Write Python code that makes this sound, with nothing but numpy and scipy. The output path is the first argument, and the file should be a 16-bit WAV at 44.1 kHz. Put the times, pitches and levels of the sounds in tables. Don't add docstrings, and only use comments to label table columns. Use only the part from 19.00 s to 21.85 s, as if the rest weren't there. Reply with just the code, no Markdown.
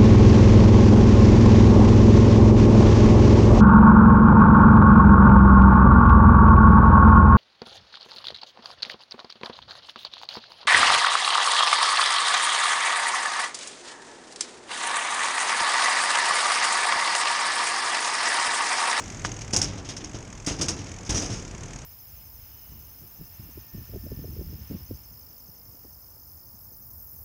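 import sys
import numpy as np
from scipy import signal
from scipy.io import wavfile
from scipy.ndimage import uniform_filter1d

SR = 44100
rng = np.random.default_rng(int(sys.argv[2]) if len(sys.argv) > 2 else 0)


def materialize(psi):
    bounded = np.clip(np.atleast_2d(psi).T, -1, 1)
    quanta = np.round(bounded * 32767).astype(np.int16)
    wavfile.write(sys.argv[1], SR, quanta)


def attenuation_scalar(level_db):
    decades = np.asarray(level_db, float) / 20
    return 10 ** decades


N = 125685
T = np.arange(N) / SR

# frequency in Hz, level in dB.
HOUSING_TOP = [(5000, -25), (7400, 2), (9000, -0.5), (10500, -10.5), (11800, -27), (12800, -26),
               (14000, -22), (15500, -26)]


def evened(x):
    return x / np.sqrt(np.mean(x ** 2) + 1e-20)


def curve(points):
    return np.interp(T, *np.transpose(points))


def colour(x, points):
    f, db = np.transpose(points)
    hz = abs(np.fft.fftfreq(4096, 1 / SR)) + 1
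    log_gain = np.log(attenuation_scalar(np.interp(np.log(hz), np.log(f), db)))
    spectrum = np.exp(np.conj(signal.hilbert(log_gain)))
    taps = np.fft.ifft(spectrum).real[:2048]
    return signal.oaconvolve(x, taps / np.linalg.norm(taps))[:N]


def resonate(x, table):
    out = 0
    for hz, width, db in table:
        r = np.exp(-np.pi * width / SR)
        w = 2 * np.pi * hz / SR
        out = out + attenuation_scalar(db) * signal.lfilter([1, -1], [1, -2 * r * np.cos(w), r * r], x)
    return out


def wander(per_s):
    size = max(int(SR / per_s), 1)
    drift = uniform_filter1d(rng.standard_normal(N), size)
    return evened(uniform_filter1d(drift, size))


def bursts(table, rise_s):
    power = 0
    for s, db, hold, t60 in table:
        t = T - s
        rise = np.clip(t / rise_s, 0, 1)
        power = power + (rise * attenuation_scalar(db - 60 * np.maximum(t - hold, 0) / t60)) ** 2
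    return np.sqrt(power)


def hub():
    # time in seconds, teeth per second.
    tooth_rate = [(0, 55.42), (.135, 42.06), (.31, 40.2), (.357, 42.81), (.457, 30.16), (.506, 37.16),
                  (.802, 43.78), (1.019, 23.72), (1.095, 48.83), (1.173, 59.25), (1.257, 37.35),
                  (1.41, 42.87), (1.828, 38.52), (2.01, 45.17), (2.462, 36.1), (2.521, 25.9), (2.65, 42.56),
                  (2.85, 30.96)]
    # time in seconds, level in dB.
    loudness = [(0, -40.5), (.15, -43), (.3, -41.5), (.4, -40.5), (.5, -40.5), (.8, -50.5), (1.1, -47),
                (1.3, -46), (1.45, -45.5), (1.75, -45.5), (1.9, -41.5), (2.05, -45.5), (2.5, -43),
                (2.62, -46), (2.73, -42), (2.85, -43.5)]
    # frequency in Hz, width in Hz, level in dB.
    shell_ring = [(6567, 470, -34.5), (2230, 430, -38.5)]
    # frequency in Hz, level in dB.
    tone = [(900, -23), (2200, -4.5), (3300, -10), (4100, -17), (6500, 2), (7600, -11.5), (10000, -23),
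            (12000, -49), (14200, -35)]
    spread_s, snap_t60_s = .0035, .02
    tail_db, tail_t60_s = -16, .08

    teeth = np.floor(-.06 + np.cumsum(curve(tooth_rate)) / SR)
    passed = (np.diff(teeth, prepend=teeth[0]) > 0) * (teeth >= 0)
    snaps = passed * attenuation_scalar(2 * wander(120))
    t = T[:4000]
    cluster = attenuation_scalar(-60 * np.maximum(t - spread_s, 0) / snap_t60_s)
    cluster = cluster + attenuation_scalar(tail_db - 60 * t / tail_t60_s)
    scrape = signal.oaconvolve(snaps, cluster)[:N] * rng.standard_normal(N)
    drive = (scrape + attenuation_scalar(14) * snaps) * attenuation_scalar(curve(loudness))
    return colour(drive + resonate(drive, shell_ring), tone)


def chatter():
    sizes = attenuation_scalar(2.2 * np.minimum(rng.exponential(1, N), 4)) * rng.choice([-1., 1.], N)
    clicks = evened(sizes * (rng.random(N) < 2000 / SR))
    grains = clicks + .8 * rng.standard_normal(N)
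    return evened(grains * attenuation_scalar(1.6 * wander(300)))


def rattle():
    # start in seconds, level in dB, hold in seconds, t60 in seconds,
    # extra level in the frame in dB.
    shakes = [(0.247, -33.5, 0.0093, 0.12, 7), (0.409, -39.5, 0.0075, 0.12, 1.5),
              (0.527, -38, .004, .1, -10), (0.531, -26.5, 0.013, 0.098, 1.5),
              (0.562, -22.5, 0.0044, 0.16, 0.5), (0.614, -28, 0.0092, 0.19, 3),
              (0.638, -42, 0.012, 0.51, 7.5), (0.774, -45.5, 0.015, 0.12, 7),
              (1.006, -43.5, 0.0058, 0.084, 7), (0.846, -44.5, 0.022, 0.14, 4.5),
              (.888, -37, 0.018, 0.16, 5.5), (0.965, -36, 0.0082, 0.098, 2.5),
              (1.04, -40.5, 0.0069, 0.13, 3.5), (1.143, -43.5, 0.011, 0.12, 4.5),
              (1.4625, -28, .002, 0.028, -13), (1.463, -30.5, 0.025, 0.29, 3), (1.586, -41, 0.026, 0.12, 4),
              (1.611, -24.5, 0.0059, 0.17, 1), (1.683, -26.5, 0.006, 0.18, 1), (1.77, -46, 0.024, 0.31, 6),
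              (1.856, -49, 0.034, 0.19, 4.5), (2.049, -42, .003, 0.029, -6), (2.061, -43.5, 0.009, 0.11, 2),
              (2.093, -37, 0.0025, .03, 1.5), (2.092, -28.5, 0.01, 0.26, 2), (2.145, -33, 0.044, 0.43, 0.5),
              (2.221, -35.5, 0.0067, 0.33, 0.5), (2.299, -39.5, 0.045, 0.41, 4)]
    # frequency in Hz, level in dB.
    chamber = [(3500, -42), (4400, -11), (4900, 2.5), (5700, 5.5), (6100, 3), (6500, 7), (7100, -11),
               (8800, -58)]
    # frequency in Hz, level in dB.
    frame_tone = [(300, -6), (700, 4), (1500, 3.5), (3000, 8), (4200, 4.5), (5500, -5), (8000, -12),
                  (11500, -44)]
    # frequency in Hz, width in Hz, level in dB.
    mount_ring = [(5770, 190, 0)]
    # start in seconds, level in dB, hold in seconds, t60 in seconds.
    mount_shakes = [
        (2.147, -30.5, 0.039, 0.13),
    ]
    rise_s = .0008

    level = bursts([row[:4] for row in shakes], rise_s)
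    frame_rows = [(s, db + share_db, hold, t60) for s, db, hold, t60, share_db in shakes]
    frame_level = bursts(frame_rows, rise_s)
    clicks = chatter()
    faster = (level / attenuation_scalar(-32.5)) ** (1.35 - 1)
    top = colour(clicks * level * faster, HOUSING_TOP)
    body = colour(chatter() * frame_level, frame_tone)
    singing = evened(resonate(resonate(clicks, mount_ring), mount_ring))
    loose = singing * bursts(mount_shakes, rise_s)
    return colour(clicks * level, chamber) + loose + attenuation_scalar(-11) * top + attenuation_scalar(-8.5) * body


def ticks():
    # time in seconds, peak in dB.
    blows = [(0.2515, -4), (0.2917, -17), (0.3904, -16), (0.4179, -12), (0.5291, -12), (0.5357, 5),
             (0.5432, 3), (0.5539, 1), (0.5639, 12.5), (0.5674, -11), (0.5707, 6), (0.5785, -10),
             (0.5933, -17), (0.6175, 11.5), (0.6211, -15), (0.628, -8), (0.6449, 2), (0.6493, -4),
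             (0.8976, -21), (0.9027, -17), (0.9691, -12), (1.0454, -15), (1.4639, -16), (1.4685, -19),
             (1.4801, -16), (1.4848, -3), (1.4908, -9), (1.6145, 1), (1.6199, -6), (1.6296, -10),
             (1.6331, -14), (1.639, -12), (1.6555, -18), (1.6856, -9), (1.6924, 3), (1.6963, -14),
             (1.7024, -15), (1.7058, -16), (1.7165, -6), (2.096, -17), (2.1001, -20), (2.1033, -16),
             (2.107, -22), (2.1122, -19), (2.1246, -13), (2.1287, -13), (2.1463, -13), (2.1521, -4),
             (2.1574, -8), (2.1729, 1), (2.1811, 1), (2.1879, -2), (2.1942, -11), (2.2008, -9),
             (2.2139, -9), (2.2258, -17)]
    # frequency in Hz, width in Hz, level in dB.
    housing_ring = [(5600, 370, 12.5), (6650, 960, 20.5), (5350, 500, -17), (8900, 1300, -25),
                    (3000, 1500, -33)]
    rise_s, blow_hz, hz_spread = 0.00068, 5850, .07
    knock_s, knock_db = 0.2491, -17.5

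    hits, blow, knock = np.zeros(N), np.zeros(N), np.zeros(N)
    t = T[:200]
    u = t / rise_s
    swell = u * np.exp(-u * u * 2)
    for (s, db), bend in zip(blows, rng.standard_normal(len(blows))):
        at = round(s * SR)
        hits[at] = attenuation_scalar(db - 15)
        hz = blow_hz * (1 + hz_spread * bend)
        blow[at:at + len(u)] += hits[at] * swell * np.sin(2 * np.pi * hz * t)
    for late_s, db in [(0, -0.5), (.0023, -33), (.0041, -4.5), (.0066, -29)]:
        knock[round((knock_s + late_s) * SR)] = -attenuation_scalar(knock_db + db)
    soft = uniform_filter1d(uniform_filter1d(knock, size=6), size=6)
    dull = resonate(soft, [(1060, 730, 10), (1600, 300, -4)])
    ring = attenuation_scalar(-27.5) * resonate(blow, housing_ring)
    ring = ring + attenuation_scalar(-37) * resonate(uniform_filter1d(hits, size=3), housing_ring)
    return ring + attenuation_scalar(-18) * colour(hits, HOUSING_TOP) + dull


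def deck():
    # start in seconds, level in dB, hold in seconds, t60 in seconds.
    thuds = [(0.25, -39.5, 0.063, 0.37), (0.534, -29, 0.014, 0.74), (0.627, -49, 0.16, 0.49),
             (0.722, -42.5, 0.067, 0.29), (0.888, -45, 0.025, 0.75), (1.037, -43, 0.016, 0.12),
             (1.144, -38, 0.014, 0.34), (1.473, -32.5, 0.033, 0.55), (1.597, -31, 0.025, 0.41),
             (1.685, -35.5, 0.015, 0.64), (2.093, -32, 0.071, 1), (2.213, -38, 0.063, 0.48),
             (2.298, -42, 0.056, 0.18)]
    # frequency in Hz, width in Hz, level in dB.
    deck_ring = [(42.3, 36, -1.5), (102, 31, -3), (165, 89, 8), (276, 44, 2.5), (450, 90, -18),
                 (900, 900, -30)]
    # start in seconds, level in dB, hold in seconds,
    # t60 in seconds.
    span_booms = [(0, -50.5, 0.091, .6), (.23, -35, 0.065, 0.45), (.43, -34, 0.023, 0.14),
                  (.56, -41, 0.23, 0.31), (.9, -52, 0.19, 1), (1.48, -36, 0.035, 0.47),
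                  (1.6, -34.5, 0.14, 0.49), (1.72, -48, 0.05, 0.4), (1.88, -41.5, .08, 0.24),
                  (2.1, -41, 0.087, 0.47), (2.3, -36, 0.028, 0.14), (2.55, -45.5, 0.18, 1)]
    # time in seconds, level in dB.
    tyre_load = [(0.0, -38.5), (0.67, -39), (1.28, -40), (1.5, -43), (1.65, -39.5), (1.98, -39.5),
                 (2.23, -38.5), (2.85, -40)]
    # frequency in Hz, width in Hz, level in dB.
    tyre_ring = [(100, 42, 1.5), (147, 90, -1.5), (249, 140, -7), (540, 610, -14)]
    span_ring = [(93.6, 28, 0)]  # Hz, width Hz, dB

    blows = np.zeros(N)
    for s, db, hold, t60 in thuds:
        blows[round(s * SR)] = attenuation_scalar(db + 3)
    push = np.hanning(round(.002 * SR))
    soft = signal.oaconvolve(blows, push / push.sum())[:N]
    shake = evened(resonate(rng.standard_normal(N), deck_ring)) * bursts(thuds, 0.00099)
    shake = shake + resonate(soft, deck_ring)
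    hum = evened(resonate(resonate(rng.standard_normal(N), span_ring), span_ring))
    boom = hum * bursts(span_booms, 0.014)
    knobs = rng.standard_normal(N) * attenuation_scalar(wander(84))
    roll = evened(resonate(knobs, tyre_ring)) * attenuation_scalar(-2 + curve(tyre_load))
    heavy = signal.butter(3, 2920, fs=SR, output="sos")
    return signal.sosfilt(heavy, shake + boom + roll)


def thumps():
    # start in seconds, peak in dB, frequency in Hz, hold in seconds,
    # t60 in seconds.
    sags = [(0.53, -38, 43, .035, 0.12), (1.499, -38, 50, .02, .12), (1.594, -37, 86.5, 0.028, 0.16),
            (2.089, -27, 54, 0.061, .12), (2.092, -28.5, 95, 0.032, 0.14), (2.145, -28, 95, 0.075, 0.5),
            (.535, -45, 284, 0.015, 0.14), (.6, -35.5, 149.6, 0.057, 0.38),
            (.69, -41.5, 186.5, 0.084, 0.34), (0.758, -44.5, 286, 0.028, 0.24),
            (1.028, -37.5, 302, 0.013, 0.12), (1.145, -39, 60.5, 0.023, .15),
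            (1.472, -34, 292.5, 0.029, 0.19), (1.615, -44, 291, 0.026, 0.22), (1.788, -41, 287, .03, .2),
            (2.146, -34, 230, 0.023, .2), (2.29, -38, 197.6, 0.056, 0.23), (2.299, -31.5, 113, 0.045, 0.14)]
    out = 0
    for s, db, hz, hold, t60 in sags:
        out = out - bursts([(s, db, hold, t60)], 0.0025) * np.sin(2 * np.pi * hz * (T - s))
    return out


def air():
    # time in seconds, level in dB.
    wind_level = [(0, -46), (.5, -42), (1.3, -46.5), (1.5, -46), (2.0, -49), (2.12, -54), (2.3, -39.5),
                  (2.85, -43)]
    # frequency in Hz, level in dB.
    river_tone = [(400, 4.5), (1000, 5), (2300, 2.5), (4200, -4), (5700, 4.5), (7500, -1), (10000, -15.5),
                  (12700, -28)]
    # time in seconds, level in dB.
    river_level = [(0, -47), (.3, -47.5), (.8, -55.5), (1.3, -53), (1.9, -51.5), (2.45, -51.5), (2.85, -52)]

    band = signal.butter(2, [18, 55.4], "band", fs=SR, output="sos")
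    low = signal.sosfilt(band, rng.standard_normal(N))
    wind = evened(low) * attenuation_scalar(curve(wind_level) + 1.2 * wander(5.1))
    hiss = colour(rng.standard_normal(N), [(150, -7)] + river_tone + [(14000, -58)])
    return wind + hiss * attenuation_scalar(curve(river_level) + .7 * wander(2.8))


def scene():
    return (hub() + rattle() + deck() + thumps() + air() + ticks())[None]


def band_limit(x):
    return signal.sosfilt(signal.butter(12, 15810, fs=SR, output="sos"), x)


def record(dry):
    low_cut = signal.butter(2, 29.7, "high", fs=SR, output="sos")
    top_cut = signal.butter(2, 15000, fs=SR, output="sos")
    edge = signal.firwin(511, 15800, window=("kaiser", 9), fs=SR)
    x = dry + attenuation_scalar(-88) * rng.standard_normal(dry.shape)
    x = signal.sosfilt(top_cut, signal.sosfilt(low_cut, x))
    x = signal.oaconvolve(x, edge[None], "same")
    return band_limit(x)


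dry = scene()
out = record(dry)
materialize(out)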